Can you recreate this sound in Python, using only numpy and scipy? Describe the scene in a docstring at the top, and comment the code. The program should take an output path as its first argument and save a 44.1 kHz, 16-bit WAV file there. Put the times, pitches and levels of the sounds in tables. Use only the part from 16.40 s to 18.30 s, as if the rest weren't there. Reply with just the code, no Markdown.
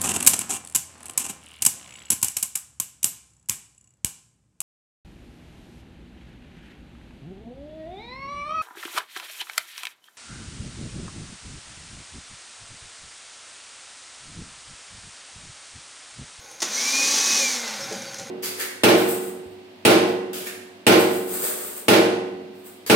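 """A cordless stick vacuum on a wooden floor in a small room, heard close up, from the handle.
First the coasting motor whirrs under a faint rush of air, then the trigger snaps: the motor spins up,
its hum and nine-blade whine rising with the rotor speed, the rush swelling as shaped noise.
Let go at about 1 s, it runs down with a rough whistle, while the floor head rolls, bumps, knocks and clicks.
Rolling and contacts are ringing noise; the knock is decaying sines."""
import sys
import numpy as np
from scipy import signal
from scipy.fft import rfft, irfft
from scipy.io import wavfile

SR = 44100
rng = np.random.default_rng(int(sys.argv[2]) if len(sys.argv) > 2 else 0)


def materialize(psi):
    """Save the field psi as 16-bit PCM at rate SR to the path in sys.argv[1].

    A 1-D psi becomes a single channel; in a 2-D psi each row is a channel.
    """
    bounded = np.clip(np.atleast_2d(psi).T, -1, 1)
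    quanta = np.round(bounded * 32767).astype(np.int16)
    wavfile.write(sys.argv[1], SR, quanta)


N = 83790  # samples, 1.9 s
T = np.arange(N) / SR  # time of each sample, s


def from_db(db):
    """Decibels to gain."""
    return 10 ** (np.asarray(db) / 20)


def rms_one(x):
    """Scale to unit rms."""
    return x / np.sqrt(np.mean(x ** 2) + 1e-20)


def in_time(rows):
    """Join (t/s, value) rows by straight lines."""
    return np.interp(T, *np.transpose(rows))


def drift(rate):
    """Slow random wander with rms about 1: noise through a two-pole low-pass with its poles at rate (Hz)."""
    step = 40  # samples between coarse points
    settling = 2000  # coarse points dropped while the filter settles
    pole = np.exp(-2 * np.pi * rate * step / SR)
    coarse = rng.standard_normal(N // step + settling + 2)
    slow = signal.lfilter([1], [1, -2 * pole, pole * pole], coarse)[settling:]
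    return np.interp(np.arange(N) / step, np.arange(len(slow)), rms_one(slow))


def coloured(x, colour):
    """Weight a signal's spectrum by (f/Hz, level/dB) points, joined on a log frequency axis; rms 1."""
    hz, db = np.transpose(colour)
    bins = np.maximum(np.arange(N // 2 + 1) * SR / N, 1)
    gain = from_db(np.interp(np.log(bins), np.log(hz), db))
    return rms_one(irfft(rfft(x) * gain, N))


def noise(colour):
    """Smooth noise with a given spectrum; rms 1."""
    return coloured(rng.standard_normal(N), colour)


def resonant_noise(hz, width_hz):
    """Noise in one steep-sided resonance; rms 1."""
    edge = np.exp(np.arcsinh(width_hz / hz / 2))  # band edges lie evenly about hz in ratio
    sos = signal.butter(2, [hz / edge, hz * edge], "band", fs=SR, output="sos")
    return rms_one(signal.sosfilt(sos, rng.standard_normal(N + SR))[SR:])


def blow(start, attack_s, t60):
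    """Envelope of one contact: quick rise, exponential fall by 60 dB in t60 seconds."""
    age = np.maximum(T - start, 0)
    return (1 - np.exp(-age / attack_s)) * from_db(-60 * age / t60)


def tone(phase, rough, rate):
    """A partial whose strength and phase are shaken by turbulence; rms about 1."""
    steady_part = (1 + rough * drift(rate)) * np.sin(phase)
    shaken_part = rough * drift(rate) * np.cos(phase)
    return np.sqrt(2 / (1 + 2 * rough ** 2)) * (steady_part + shaken_part)


REFLECTIONS_T60_S, REFLECTIONS_DB = 0.19, -7


def reflect(x):
    """Dense reflections from shell and floor put a fine, fixed ripple on a spectrum; rms 1."""
    echoes = rng.standard_normal(N) * blow(0.00033, 0.0014, REFLECTIONS_T60_S)
    echoes = echoes / np.sqrt(np.sum(echoes ** 2))
    reflected = irfft(rfft(x) * rfft(echoes), N)
    return rms_one(x + from_db(REFLECTIONS_DB) * reflected)


# rotor speed, coasting, driven, then running down: (t/s, turns per s)
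ROTOR_SPEED = [(0, 124), (.22, 112), (.26, 168), (.3, 203), (.335, 224), (.386, 242.5), (.43, 252.5),
               (.492, 262), (.55, 269), (.626, 274.9), (.736, 280.3), (.975, 281.7), (1.0, 275),
               (1.066, 261.6), (1.212, 234.9), (1.426, 199.8), (1.56, 181.6), (1.7, 166), (1.9, 149)]


def rotor_speed():
    """Turns per second of the rotor, which set the pitch of every motor tone."""
    return in_time(ROTOR_SPEED)


# dry whirr of bearings and brush: (t/s, level/dB)
WHIRR_LEVEL = [(0, -48.5), (.21, -50.5), (.27, -36), (1.0, -43), (1.25, -32.5), (1.4, -36), (1.65, -40),
               (1.9, -43.5)]
# its spectrum: (f/Hz, relative level/dB per Hz)
WHIRR_SPECTRUM = [(40, -33), (100, -28.5), (250, -13), (380, -19), (480, 3), (680, -2.5), (800, 0.5),
                  (1200, -3), (1500, 3), (1700, -2), (2350, 0.5), (2850, -5), (3900, -1), (5600, -3.5),
                  (6500, -4.5), (7200, -9.5), (7800, -8), (9500, -17), (12000, -17.5), (15500, -29)]
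# bearing tones: (multiple of the rotor speed, level/dB against the whirr)
BEARING_TONES = [(4, -25.5), (9, -19), (24, -42), (55, -32), (59, -19.5), (67, -20)]
# ringing of the brush drive: (t/s, level/dB)
BRUSH_LEVEL = [(0, -53), (.1, -46.5), (.2, -51), (.3, -51), (1.2, -48), (1.5, -43.5), (1.7, -47.5),
               (1.9, -46.5)]
# its resonances: (f/Hz, width/Hz, relative level/dB)
BRUSH_RESONANCES = [(480, 55, -9.5), (807, 92, -11.5), (1500, 160, -11.5), (2230, 490, -8.5),
                    (6440, 360, -2), (9800, 2000, -12)]
SQUEAL_TOP_HZ = 10500


def bearings(phase):
    """Fine rattling grains, the ring of the brush drive and thin tones that follow the speed."""
    rattle = rng.standard_normal(N) * from_db(2.1 * drift(630))  # fast random level
    grains = reflect(coloured(rattle, WHIRR_SPECTRUM))
    squeal = sum(from_db(db) * tone(k * phase, rough=0.8, rate=29) for k, db in BEARING_TONES)
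    squeal = signal.sosfilt(signal.butter(4, SQUEAL_TOP_HZ, fs=SR, output="sos"), squeal)
    whirr_gain = from_db(in_time(WHIRR_LEVEL) + 0.5 * drift(36))
    brush = sum(from_db(db) * resonant_noise(hz, width) for hz, width, db in BRUSH_RESONANCES)
    return whirr_gain * (grains + squeal) + from_db(in_time(BRUSH_LEVEL)) * brush


# air through the fan: (t/s, level/dB)
AIR_LEVEL = [(0, -52.5), (.22, -50), (.255, -46), (.31, -32.5), (.372, -26.5), (.5, -23.5), (.65, -21.5),
             (.994, -21), (1.08, -24.5), (1.16, -26.5), (1.23, -35.5), (1.5, -40.5), (1.9, -52.5)]
# its spectrum: (f/Hz, relative level/dB per Hz)
AIR_SPECTRUM = [(40, -38), (140, -37), (230, -8.5), (340, -16.5), (440, -9.5), (550, -16.5), (650, -15.5),
                (850, -9.5), (980, -17), (1100, -6), (1300, -16.5), (1600, -10.5), (2300, -8.5),
                (2850, -11.5), (4000, -5.5), (5300, -3), (5900, 2), (6600, -2.5), (7100, -4), (7700, -10.5),
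                (9000, -11.5), (11000, -19), (15500, -26.5)]
# narrow ring of the motor under power: (t/s, level/dB)
SURGE_LEVEL = [(.22, -87), (.28, -42), (.37, -32), (.55, -46), (.95, -30.5), (1.15, -42), (1.3, -70)]
SURGE_HZ, SURGE_WIDTH_HZ = 6020, 170


def air():
    """Turbulent rush from the vents, with a narrow ring while the motor is driven."""
    rush_gain = from_db(in_time(AIR_LEVEL) + 0.43 * drift(39))
    rush = rush_gain * reflect(noise(AIR_SPECTRUM))
    ring = from_db(in_time(SURGE_LEVEL)) * resonant_noise(SURGE_HZ, SURGE_WIDTH_HZ)
    return rush + ring


# spectrum of the steady background: (f/Hz, relative level/dB per Hz)
BACKGROUND_SPECTRUM = [(20, 14), (60, 4), (120, -8.5), (500, 3), (4000, -10), (15000, -19)]
BACKGROUND_DB = -57


def background():
    """Faint steady noise, strongest in the bass, under everything."""
    return from_db(BACKGROUND_DB) * noise(BACKGROUND_SPECTRUM)


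# plastic clicks: (t/s, level/dB, body against snap/dB, ring f/Hz, ring t60/s)
PLASTIC_CLICKS = [(0.112, -42.5, -20, 9260, 0.046), (0.2033, -31, -21, 5600, 0.064),
                  (.219, -20.5, -7, 6300, 0.068), (0.2254, -24, 3, 6000, 0.047),
                  (1.277, -26, -5.5, 5370, 0.026), (1.524, -33, -9, 6200, 0.073),
                  (1.619, -36, 1, 6200, 0.044), (1.743, -29.5, -16, 5670, 0.032),
                  (1.785, -28, -18, 6530, 0.013), (1.789, -32, -24, 6300, 0.023),
                  (1.797, -32, -24, 5740, 0.03)]
# bright snap: (f/Hz, relative level/dB per Hz)
SNAP_SPECTRUM = [(100, -42), (400, -4), (2500, -8), (4000, -3.5), (5200, 0), (6250, 3), (7300, -6.5),
                 (9200, -5.5), (11000, -17.5), (15500, -22)]
# duller body: (f/Hz, relative level/dB per Hz)
BODY_SPECTRUM = [(50, -31), (130, -10), (330, 15), (500, 1.5), (720, -10), (1100, 5), (1520, 1),
                 (2600, -0.5), (3900, 3), (6000, -3.5), (12000, -31)]
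# modes of the plastic shell: (f/Hz, width/Hz, level/dB against the body noise)
SHELL_MODES = [(678, 79, -10.5), (868, 78, -8.5), (1530, 65, -9.5), (2026, 23, -10.5)]
CLICK_ATTACK_S, CLICK_RING_DB, CLICK_RING_WIDTH_HZ = 0.00058, 0, 1400


def clicks():
    """Trigger and joints snap in the plastic shell: short bursts of snap, body and ring."""
    snap = noise(SNAP_SPECTRUM)
    shell = sum(from_db(db) * resonant_noise(hz, width) for hz, width, db in SHELL_MODES)
    body = rms_one(noise(BODY_SPECTRUM) + shell)
    total = np.zeros(N)
    for start, db, body_db, hz, t60 in PLASTIC_CLICKS:
        ring = from_db(CLICK_RING_DB) * resonant_noise(hz, CLICK_RING_WIDTH_HZ)
        burst = snap + from_db(body_db) * body + ring
        total += from_db(db) * blow(start, CLICK_ATTACK_S, t60) * burst
    return total


ROOM_T60_S, ROOM_DB = 0.25, -4.5


def room(x):
    """The small room answers with a short diffuse tail, from about 9 ms on."""
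    tail = rng.standard_normal(N) * blow(0.0091, 0.0013, ROOM_T60_S)
    tail = tail / np.sqrt(np.sum(tail ** 2))
    return from_db(ROOM_DB) * signal.fftconvolve(x, tail)[:N]


# the head bumps on the boards: (t/s, level/dB, centre f/Hz, t60/s)
BOARD_BUMPS = [(0.242, -44.5, 257, 0.15), (1.041, -47, 235, 0.14), (1.51, -32, 450, 0.12),
               (1.535, -41, 221, 0.18), (1.79, -46, 129, 0.16), (1.811, -35, 250, 0.055)]
BUMP_ATTACK_S, BUMP_WIDTH = 0.0033, 0.7  # width as a share of the centre frequency


def bumps():
    """Dull contacts of the head: broad low resonances that die away."""
    return sum(from_db(db) * blow(start, BUMP_ATTACK_S, t60) * resonant_noise(hz, BUMP_WIDTH * hz)
               for start, db, hz, t60 in BOARD_BUMPS)


# hum partials before the swell: (multiple of the rotor speed, level/dB at top speed)
HUM_PARTIALS = [(1, -46), (2, -49.5), (3, -63), (4, -50)]
# swell of the hum, strong in the spin-up and again in the run-down: (t/s, gain/dB)
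HUM_GAIN = [(0, -30), (.24, -36), (.3, -4), (.4, -11), (.55, 3.5), (1.0, -4.5), (1.15, 2.5), (1.26, 0.5),
            (1.34, -4.5), (1.9, -15)]
# blade whine: (t/s, level/dB)
WHINE_LEVEL = [(0, -64), (.3, -76), (.365, -49), (.38, -31.5), (.42, -41.5), (.49, -28), (.52, -46),
               (.535, -28.5), (.62, -26), (.74, -41), (.82, -39), (.87, -34.5), (.955, -32), (.985, -39),
               (1.005, -32.5), (1.07, -27), (1.14, -42), (1.26, -44), (1.36, -60), (1.9, -63)]
# whistle at three times the blade rate, in the run-down: (t/s, level/dB)
WHISTLE_LEVEL = [(0, -77), (1.39, -55), (1.428, -40), (1.49, -48), (1.535, -57), (1.56, -43), (1.62, -57),
                 (1.675, -43), (1.74, -64)]
BLADES, WHISTLE_ORDER = 9, 27  # multiples of the rotor speed
HUM_ROUGH, WHINE_ROUGH, WHISTLE_ROUGH = 0.14, 0.14, 0.4


def rotor(speed, phase):
    """Imbalance hum whose overtones fade as the rotor slows; whine and whistle of the fan blades."""
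    share = speed / speed.max()
    hum = sum(from_db(db) * share ** (k - 1) * tone(k * phase, rough=HUM_ROUGH * k, rate=17)
              for k, db in HUM_PARTIALS)
    whine = tone(BLADES * phase, rough=WHINE_ROUGH, rate=58)
    whistle = tone(WHISTLE_ORDER * phase, rough=WHISTLE_ROUGH, rate=45)
    blades = from_db(in_time(WHINE_LEVEL)) * whine + from_db(in_time(WHISTLE_LEVEL)) * whistle
    return from_db(in_time(HUM_GAIN)) * hum + blades


# ringing of the wand as the floor head rolls: (t/s, level/dB)
WAND_LEVEL = [(0, -66), (.9, -56), (1.04, -38), (1.14, -70), (1.33, -43.5), (1.62, -41), (1.74, -50),
              (1.82, -43.5), (1.9, -48)]
# resonances of the hollow wand and bin: (f/Hz, width/Hz, relative level/dB)
WAND_RESONANCES = [(228, 38, -6.5), (546.2, 13.9, -1), (776, 19, -7.5), (1480, 86, -19)]
# rumble of the wheels on the boards: (t/s, level/dB)
RUMBLE_LEVEL = [(0, -62.5), (1.3, -69), (1.42, -48), (1.6, -53.5), (1.74, -50), (1.82, -56), (1.9, -66)]
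# its spectrum: (f/Hz, relative level/dB per Hz)
RUMBLE_SPECTRUM = [(30, -37), (75, -28), (115, 7), (160, 3.5), (220, -27), (300, 4), (600, -9),
                   (2000, -25.5)]


def floor_head():
    """Rolling rumbles on the boards and sets the hollow wand ringing."""
    wand = sum(from_db(db) * resonant_noise(hz, width) for hz, width, db in WAND_RESONANCES)
    rumble = noise(RUMBLE_SPECTRUM)
    return from_db(in_time(WAND_LEVEL)) * wand + from_db(in_time(RUMBLE_LEVEL)) * rumble


# modes of the floor head: (f/Hz, level/dB against the knock, t60/s)
KNOCK_MODES = [(328, -5, 0.057), (434, -2.5, 0.044), (580, -2, .06), (808, -6, 0.089)]
KNOCK_S, KNOCK_DB = 1.519, -28


def knock():
    """One hard contact rings the short modes of the floor head, neighbours in opposite directions."""
    total = np.zeros(N)
    for k, (hz, db, t60) in enumerate(KNOCK_MODES):
        mode = blow(KNOCK_S, CLICK_ATTACK_S, t60) * np.sin(2 * np.pi * hz * (T - KNOCK_S))
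        total += (-1) ** k * from_db(KNOCK_DB + db) * mode
    return total


def scene():
    """All parts of the cleaner, the same in both channels; only the contacts excite the room tail."""
    speed = rotor_speed()
    phase = 2 * np.pi * np.cumsum(speed) / SR
    contacts = clicks() + bumps() + knock()
    machine = bearings(phase) + air() + rotor(speed, phase) + floor_head()
    mono = machine + background() + contacts + room(contacts)
    return np.array([mono, mono])


LOW_CUT_HZ, CUTOFF_HZ = 71, 15800
NOTCH_HZ, NOTCH_Q = 7710, 39


def record(dry):
    """The microphone thins the bass and has one narrow notch; the top is cut steeply."""
    thinned = signal.sosfilt(signal.butter(2, LOW_CUT_HZ, "high", fs=SR, output="sos"), dry)
    notched = signal.lfilter(*signal.iirnotch(NOTCH_HZ, NOTCH_Q, fs=SR), thinned)
    return signal.sosfilt(signal.ellip(12, 0.1, 80, CUTOFF_HZ, fs=SR, output="sos"), notched)


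dry = scene()
out = record(dry)
materialize(out)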